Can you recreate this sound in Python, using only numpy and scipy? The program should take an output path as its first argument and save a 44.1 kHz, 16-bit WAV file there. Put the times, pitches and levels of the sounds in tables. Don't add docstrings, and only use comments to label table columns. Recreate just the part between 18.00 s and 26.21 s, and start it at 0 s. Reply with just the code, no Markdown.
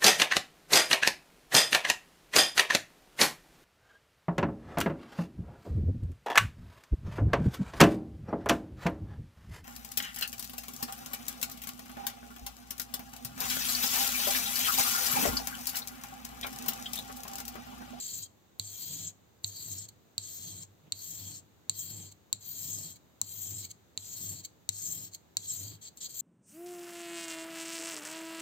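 import sys
import numpy as np
from scipy import signal
from scipy.fft import rfft, irfft
from scipy.io import wavfile
from scipy.ndimage import map_coordinates

SR = 44100
rng = np.random.default_rng(int(sys.argv[2]) if len(sys.argv) > 2 else 0)


def digitize_waveform(pressure):
    field = np.atleast_2d(pressure).T
    bounded = np.clip(field, -1, 1)
    quanta = np.round(bounded * 32767).astype(np.int16)
    wavfile.write(sys.argv[1], SR, quanta)


N = 362046
TIME, FREQS = np.arange(N) / SR, np.maximum(np.arange(N // 2 + 1) * SR / N, 1)

# start in seconds, level in dB, settings in dB for low blade modes,
# top blade modes and stone knock, table thump in dB, left-right difference in dB.
LANDINGS = [(0.596, -21, -7, -28, -50, -50.5, -3.5), (1.4435, -19.5, -6, -43, -52, -49.5, -4.5),
            (2.1793, -19, -9.5, -28, -44.5, -54, -3.5), (2.9212, -18.5, -6.5, -34, -47, -56.5, -5.5),
            (3.695, -15.5, -10, -36, -47, -54.5, -2), (4.3274, -15.5, -11, -28.5, -46.5, -56.5, 1.5),
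            (5.214, -16, -21.5, -24, -39, -57, -1), (5.9746, -22.5, -7.5, -43, -43, -58, -2),
            (6.6899, -16.5, -12.5, -34, -47, -52, 1.5), (7.3685, -16.5, -13.5, -29, -46.5, -58.5, -1.5),
            (7.972, -39, -18, -26, -42, -86, 0)]
# frequency in Hz, spectrum level in dB per Hz.
GRIT_COLOUR = [(400, 10), (900, -7), (1500, 6), (2300, 10.5), (3000, 7), (5500, 10), (8500, -1.5),
               (9800, -55), (11000, -28), (16000, -9)]


def strokes():
    # start and end in seconds, edge ring in dB, its crest, its fade in dB by the end,
    # fine hiss in dB, its crest, blade flexing in dB, its crest, stone rumble and table thrum in dB, their crest.
    passes = [ (-0.2, 0.279, -40, .62, 15.5, -48, 0.79, -48.5, 0.48, -63.5, -59.5, 0.92),
              (0.593, 1.12, -42.5, 0.75, 5, -46, 0.5, -48.5, 0.64, -57.5, -57.5, 0.85),
              (1.432, 1.875, -46.5, 0.47, 2, -49.5, 0.5, -52.5, 0.56, -58, -53.5, 0.7),
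              (2.182, 2.662, -44.5, 0.26, 5, -51, 0.39, -53, 0.23, -58, -52.5, 0.81),
              (2.942, 3.413, -45, 0.27, 3, -48, 0.27, -53, 0.27, -58, -56, 0.68),
              (3.7, 4.115, -46.5, 0.33, 6, -51.5, 0.39, -54, 0.2, -57.5, -55, 0.66),
              (4.403, 4.952, -45, 0.44, 3.5, -46, 0.48, -53.5, 0.18, -54.5, -56.5, 0.64),
              (5.229, 5.692, -43.5, 0.69, 13, -45.5, 0.34, -53.5, 0.31, -56, -52.5, 0.69),
              (5.98, 6.429, -42.5, 0.6, 11.5, -46.5, 0.59, -53.5, 0.36, -56, -52.5, 0.72),
              (6.712, 7.105, -40.5, 0.36, 12, -45.5, 0.48, -54, 0.31, -56, -56.5, 0.64),
              (7.383, 7.782, -43, 0.47, 18, -50, 0.42, -53.5, 0.31, -57, -51, .68),
              (7.809, 7.904, -48, 0.42, 18, -63, 0.32, -50.5, .75, -82, -94, .5),
              (7.967, 8.01, -51.5, .3, 8, -61, 0.35, -59.5, .3, -83, -85, 0.58),
              (8.001, 8.091, -38.5, 0.28, 18, -51, 0.48, -46, 0.37, -79, -85, 0.57),
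              (8.085, 8.5, -41.5, 0.59, 9, -43.5, 0.45, -52.5, 0.46, -65, -56, 0.4)]
    attack_s, release_s = 0.0089, 0.03
    settle_db_per_s = 119
    drive = np.zeros((5, N))
    for (start, end, edge_db, edge_at, fade_db, hiss_db, hiss_at,
         flex_db, flex_at, rumble_db, thrum_db, shake_at) in passes:
        near = (TIME >= start) & (TIME < end + .5)
        t = TIME[near]
        along = (t - start) / (end - start)
        touching = np.clip(np.minimum((t - start) / attack_s, (end - t) / release_s), 0, 1)
        settling = from_db(-settle_db_per_s * np.maximum(t - end, 0))
        edge_arch = arch(along, edge_at, rise_db=11, fall_db=fade_db, bend=2.22)
        hiss_arch = arch(along, hiss_at, rise_db=19.2, fall_db=15, bend=1.52)
        flex_arch = arch(along, flex_at, rise_db=8.4, fall_db=7.5, bend=2.08)
        rumble_arch = arch(along, shake_at, rise_db=31, fall_db=12, bend=2.01)
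        thrum_arch = arch(along, shake_at, rise_db=32.4, fall_db=11.7, bend=1.27)
        drive[:, near] += [touching * from_db(edge_db + edge_arch),
                           touching * from_db(hiss_db + hiss_arch),
                           touching * from_db(flex_db + flex_arch),
                           settling * from_db(rumble_db + rumble_arch),
                           settling * from_db(thrum_db + thrum_arch)]
    return drive


def grinding(edge_drive, hiss_drive, flex_drive, rumble_drive):
    grit = grains(per_s=16000, spread_db=0.5, scatter=0.77)
    edge = edge_ring(grit, edge_drive)
    flex = blade_flexing(grit, flex_drive, rumble_drive)
    hiss = slurry_hiss(hiss_drive)
    crushed = coloured(grains(per_s=5000, spread_db=1.5, scatter=0.99), GRIT_COLOUR)
    crunch = np.sqrt(edge_drive * flex_drive) * from_db(-13.5) * crushed
    flutter = from_db(1.2 * drift(hz=43.0))
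    return flutter * (edge + flex + hiss * panned(db=8.0) + crunch)


def edge_ring(grit, edge_drive):
    # frequency in Hz, width in Hz, level in dB,
    # left-right difference in dB.
    edge_modes = [(5226, 990, -16.5, 6.2), (6537, 596, -6, 4.5), (6820, 204, -6, 2.8), (7500, 356, -2, 4),
                  (8253, 215, -7.5, 1.4)]
    # time in seconds, change of ring in dB, half length in seconds.
    bites = [(.212, -3, .012), (0.239, 13, 0.014), (0.656, 8, 0.015), (1.079, 8.5, 0.014),
             (1.476, 9, 0.021), (1.726, 6, 0.013), (1.79, 6.5, 0.019), (3.804, 7, 0.029), (4.752, 7, 0.088),
             (5.468, 5, 0.027), (6.226, 1, 0.011), (7.505, 7.5, 0.021), (8.2, 6, 0.016)]
    return edge_drive * swells(bites) * from_db(0.15) * wandering(grit, edge_modes, wander_db=2.0)


def blade_flexing(grit, flex_drive, rumble_drive):
    # frequency in Hz, width in Hz, level in dB,
    # left-right difference in dB.
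    flex_modes = [(3248, 79, 2.5, -13), (3383, 420, -5.5, -6), (4135, 370, -3, -35), (4460, 570, 2.5, -1)]
    follows = 0.3
    lowest_drive = flex_drive ** (1 - follows) * rumble_drive ** follows
    upper = flex_drive * from_db(0.53) * wandering(grit, flex_modes[1:], wander_db=2.5)
    lowest = lowest_drive * from_db(-8.5) * wandering(grit, flex_modes[:1], wander_db=3.5)
    return upper + lowest


def slurry_hiss(hiss_drive):
    # frequency in Hz, width in Hz, level in dB, lateness in seconds.
    hiss_bands = [(12136, 840, 0.5, -0.012), (13440, 1230, 2.5, -0.0059), (14500, 1420, 6.5, 0.00057)]
    # time in seconds, extra level in dB, half length in seconds.
    surges = [(1.47, 11, 0.024), (1.63, 2.5, 0.021), (2.355, 2, 0.019), (3.8, 10.5, 0.048),
              (4.495, 12, 0.045), (7.543, 7, 0.011)]
    centre_hz = 13700
    brightening = 0.15
    hiss, surging = 0, hiss_drive * swells(surges) * from_db(0.8 * drift(hz=14))
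    for hz, width, db, late in hiss_bands:
        slurry = rms_one(band(grains(per_s=30000, spread_db=4.0, scatter=0.6), hz, width, order=4))
        drive = np.interp(TIME - late, TIME, surging)
        brighter = (rms_one(drive) / 2 + 1e-3) ** (brightening * (hz - centre_hz) / 2000)
        hiss += drive * brighter * from_db(db - 5.0) * slurry
    return hiss


def taps(size=2048):
    # frequency in Hz, width in Hz, level in dB,
    # left-right difference in dB.
    landing_modes = [(1830, 550, -23, 5.5), (2785, 1070, -19, 3), (4160, 645, -1, -2),
                     (6040, 1320, -9.5, 29), (6310, 290, 0.5, 26), (7315, 780, 7.5, 2.5),
                     (7900, 500, -32, 2.5), (12500, 1850, -13, 4), (14500, 3400, -10.5, 9)]
    out, blow = np.zeros((2, N)), signal.unit_impulse(size)
    for s, db, low_db, top_db, knock_db, thump_db, pan_db in LANDINGS:
        modes = np.array(landing_modes, float)
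        modes[:, 0] *= 1 + 0.0076 * rng.standard_normal(len(modes))
        low_tilt_db, top_tilt_db = 0.93 * (low_db + 14.5), 0.7 * (top_db + 27.5)
        tilt_db = np.interp(modes[:, 0], [4450, 5900, 9000, 12000], [low_tilt_db, 0, 0, top_tilt_db])
        modes[:, 2] += tilt_db + 1.8 * rng.standard_normal(len(modes))
        steel = rms_one(ring(blow, modes))
        stone = from_db(knock_db + 15.5) * rms_one(band(blow, hz=1053, width_hz=630))
        at = int((s + 0.00091) * SR)
        out[:, at:at + size] += from_db(db - 17.0) * panned(pan_db - 0.5) * (steel + stone)
    return out


def scuffs():
    # time in seconds, level in dB, swell time constant in seconds.
    catches = [(1.889, -55, 0.0031), (2.634, -59, .008), (4.123, -59, .008), (4.967, -60.5, 0.017),
               (5.655, -51, 0.03), (5.714, -52, 0.01), (6.454, -47.5, 0.009), (7.151, -48.5, 0.012),
               (7.887, -57, 0.02)]
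    # frequency in Hz, width in Hz, level in dB,
    # left-right difference in dB.
    lifting_modes = [(2240, 200, -9.5, -29), (3140, 410, -9, -4), (4290, 650, 1, -5.5),
                     (5350, 320, -11.5, 7), (6490, 620, 3, 3), (7330, 330, 4, 3.5), (7960, 1100, -4, 1),
                     (14000, 3300, -8, 0)]
    release_s = 0.0049
    force = np.zeros(N)
    for s, db, swell_s in catches:
        force += from_db(db) * np.exp(np.minimum((TIME - s) / swell_s, (s - TIME) / release_s))
    grit = grains(per_s=3100, spread_db=-1.0, scatter=1.0)
    steel = rms_one(ring(grit, lifting_modes))
    return force * from_db(10.5) * (steel + from_db(-19) * coloured(grit, GRIT_COLOUR))


def squeals():
    # time in seconds, level in dB, frequency in Hz.
    locked_tones = [(.24, -55, 7370), (1.092, -56, 7100), (7.49, -35, 7230), (7.507, -31, 7550),
                    (7.535, -42, 7500)]
    waver = 2 * np.pi * np.cumsum(50 * drift(hz=156)) / SR
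    half_s = 0.011
    tones = np.zeros(N)
    for s, db, hz in locked_tones:
        level = from_db(db - 6 * ((TIME - s) / half_s) ** 2)
        tones += level * np.sin(2 * np.pi * hz * TIME + waver)
    return panned(db=2.0) * tones


def support(rumble_drive, thrum_drive):
    # frequency in Hz, spectrum level in dB per Hz.
    rumble_colour = [(40, -28), (85, -8), (125, -3), (165, -0.5), (240, -5.5), (300, -2), (420, -14),
                     (800, -16.5), (1400, -27.5), (3000, -19), (8000, -59)]
    # time in seconds, rumble in dB, half length in seconds.
    nudge_s, nudge_db, half_s = (2.87, -59.5, 0.024)
    table_hz, table_t60_s, shake_t60_s = 101.2, 0.61, 0.2
    sway = signal.hilbert(band(rng.standard_normal(N), table_hz, width_hz=15.5))
    evened = rms_one(sway.real / np.abs(sway) ** 0.35)
    thrum = thrum_drive * from_db(3.5) * evened
    nudged = rumble_drive + from_db(nudge_db) * bump(nudge_s, half_s)
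    rumble = nudged * from_db(-1.5 + 2.1 * drift(hz=25))
    for s, db, *colour, thump_db, pan_db in LANDINGS:
        age = np.maximum(TIME - s, 0)
        thrum += from_db(thump_db + 6.0 - 60 * age / table_t60_s) * np.sin(2 * np.pi * table_hz * age)
        rumble += (age > 0) * from_db(db - 42 - 60 * age / shake_t60_s)
    rocking = from_db(-0.5) * rms_one(band(rng.standard_normal(N), hz=159.6, width_hz=32))
    table = signal.sosfilt(signal.butter(2, 55, "high", fs=SR, output="sos"), thrum)
    return table + rumble * (diffuse(rumble_colour) + rocking)


def reflections(x, t60, level_db, gap_s):
    age = TIME[:SR // 2]
    echoes = rng.standard_normal((2, len(age))) * from_db(-60 * age / t60) * (age > gap_s)
    echoes /= np.sqrt(np.sum(echoes ** 2, axis=1, keepdims=True))
    dull = signal.sosfilt(signal.butter(1, 9000, fs=SR, output="sos"), echoes)
    return from_db(level_db) * signal.fftconvolve(x, dull, axes=1)[:, :N]


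def quiet_room():
    # frequency in Hz, spectrum level in dB per Hz.
    room_colour = [(24, -39.5), (40, -24.5), (75, -3.5), (200, -6.5), (292, -9), (493, -12.5), (612, -14.5),
                   (733, -15), (1680, -22.5), (3000, -27), (3900, -55), (6600, -120)]
    # frequency in Hz, spectrum level in dB per Hz.
    air_colour = [(1760, -40), (3000, -8.5), (3730, -1.5), (5400, -11), (6710, -2.5), (8580, -11),
                  (9400, -22), (11100, -17.5), (12000, -12), (14200, -5), (16000, -12)]
    return from_db(-64.5) * diffuse(room_colour) + from_db(-71.5) * diffuse(air_colour)


def from_db(db):
    return 10 ** (np.asarray(db) / 20)


def rms_one(x):
    return x / np.sqrt(np.mean(x ** 2) + 1e-20)


def panned(db):
    return rms_one(from_db(np.array([[db], [-db]]) / 2))


def arch(along, crest, rise_db, fall_db, bend):
    crest = np.clip(crest, .05, .95)
    before, after = np.clip([1 - along / crest, (along - crest) / (1 - crest)], 0, 1) ** bend
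    return -rise_db * before - fall_db * after


def bump(s, half_s):
    return np.exp(-np.minimum(((TIME - s) / half_s) ** 2, 20))


def swells(rows):
    return from_db(sum(db * bump(s, half_s) for s, db, half_s in rows))


def drift(hz, size=16384):
    slow = irfft(rfft(rng.standard_normal(size)) / (1 + (FREQS[:size // 2 + 1] / hz) ** 2))
    return rms_one(np.interp(TIME, np.linspace(0, TIME[-1], size), slow))


def grains(per_s, spread_db, scatter):
    hits = rng.random(N) < per_s / SR
    sizes = from_db(spread_db * np.minimum(rng.exponential(1, N), 4)) * hits
    return rms_one(sizes * (rng.standard_normal(N) + scatter * rng.standard_normal((2, N))))


def band(x, hz, width_hz, order=2):
    edges = [max(hz - width_hz / 2, 10), min(hz + width_hz / 2, SR / 2 - 100)]
    return signal.sosfilt(signal.butter(order, edges, "band", fs=SR, output="sos"), x + 1e-18)


def ring(x, modes):
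    total = 0
    for k, (hz, width, db, pan_db) in enumerate(modes):
        total = total + from_db(db) * panned(pan_db) * band(x, hz, width) * (-1) ** k
    return total


def wandering(x, modes, wander_db):
    return rms_one(sum(ring(x, [mode]) * from_db(wander_db * drift(hz=9.4)) for mode in modes))


def at_hz(points):
    hz, value = np.transpose(points)
    return np.interp(np.log(FREQS), np.log(hz), value)


def coloured(x, spectrum):
    return rms_one(irfft(rfft(x) * from_db(at_hz(spectrum)), N))


def diffuse(spectrum):
    # frequency in Hz, likeness (0 independent, 1 the same).
    likeness = [(60, 0.57), (130, 0.29), (290, 0.43), (640, 0.072), (1400, 0.036), (16000, 0.1)]
    mid, side = rfft(rng.standard_normal((2, N)))
    alike = at_hz(likeness)
    stereo = irfft(np.sqrt(1 + alike) * mid + np.sqrt(1 - alike) * side * [[1], [-1]], N)
    return coloured(stereo, spectrum)


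def scene():
    edge, hiss, flex, rumble, thrum = strokes()
    landings = taps()
    sliding = grinding(edge, hiss, flex, rumble) + scuffs() + squeals()
    left, right = landings + sliding
    lag_s = 0.0002433 * (1 + 0.12 * drift(hz=2.3))
    knife = np.array([left, map_coordinates(right, [(TIME - lag_s) * SR], order=3)])
    near = reflections(landings, t60=0.03, level_db=-9, gap_s=0.0013)
    room = reflections(knife, t60=0.23, level_db=-16, gap_s=0.0045)
    return knife + near + room + support(rumble, thrum) + quiet_room()


def record(dry):
    return signal.sosfilt(signal.ellip(10, .1, 80, 16000, fs=SR, output="sos"), dry)


dry = scene()
out = record(dry)
digitize_waveform(out)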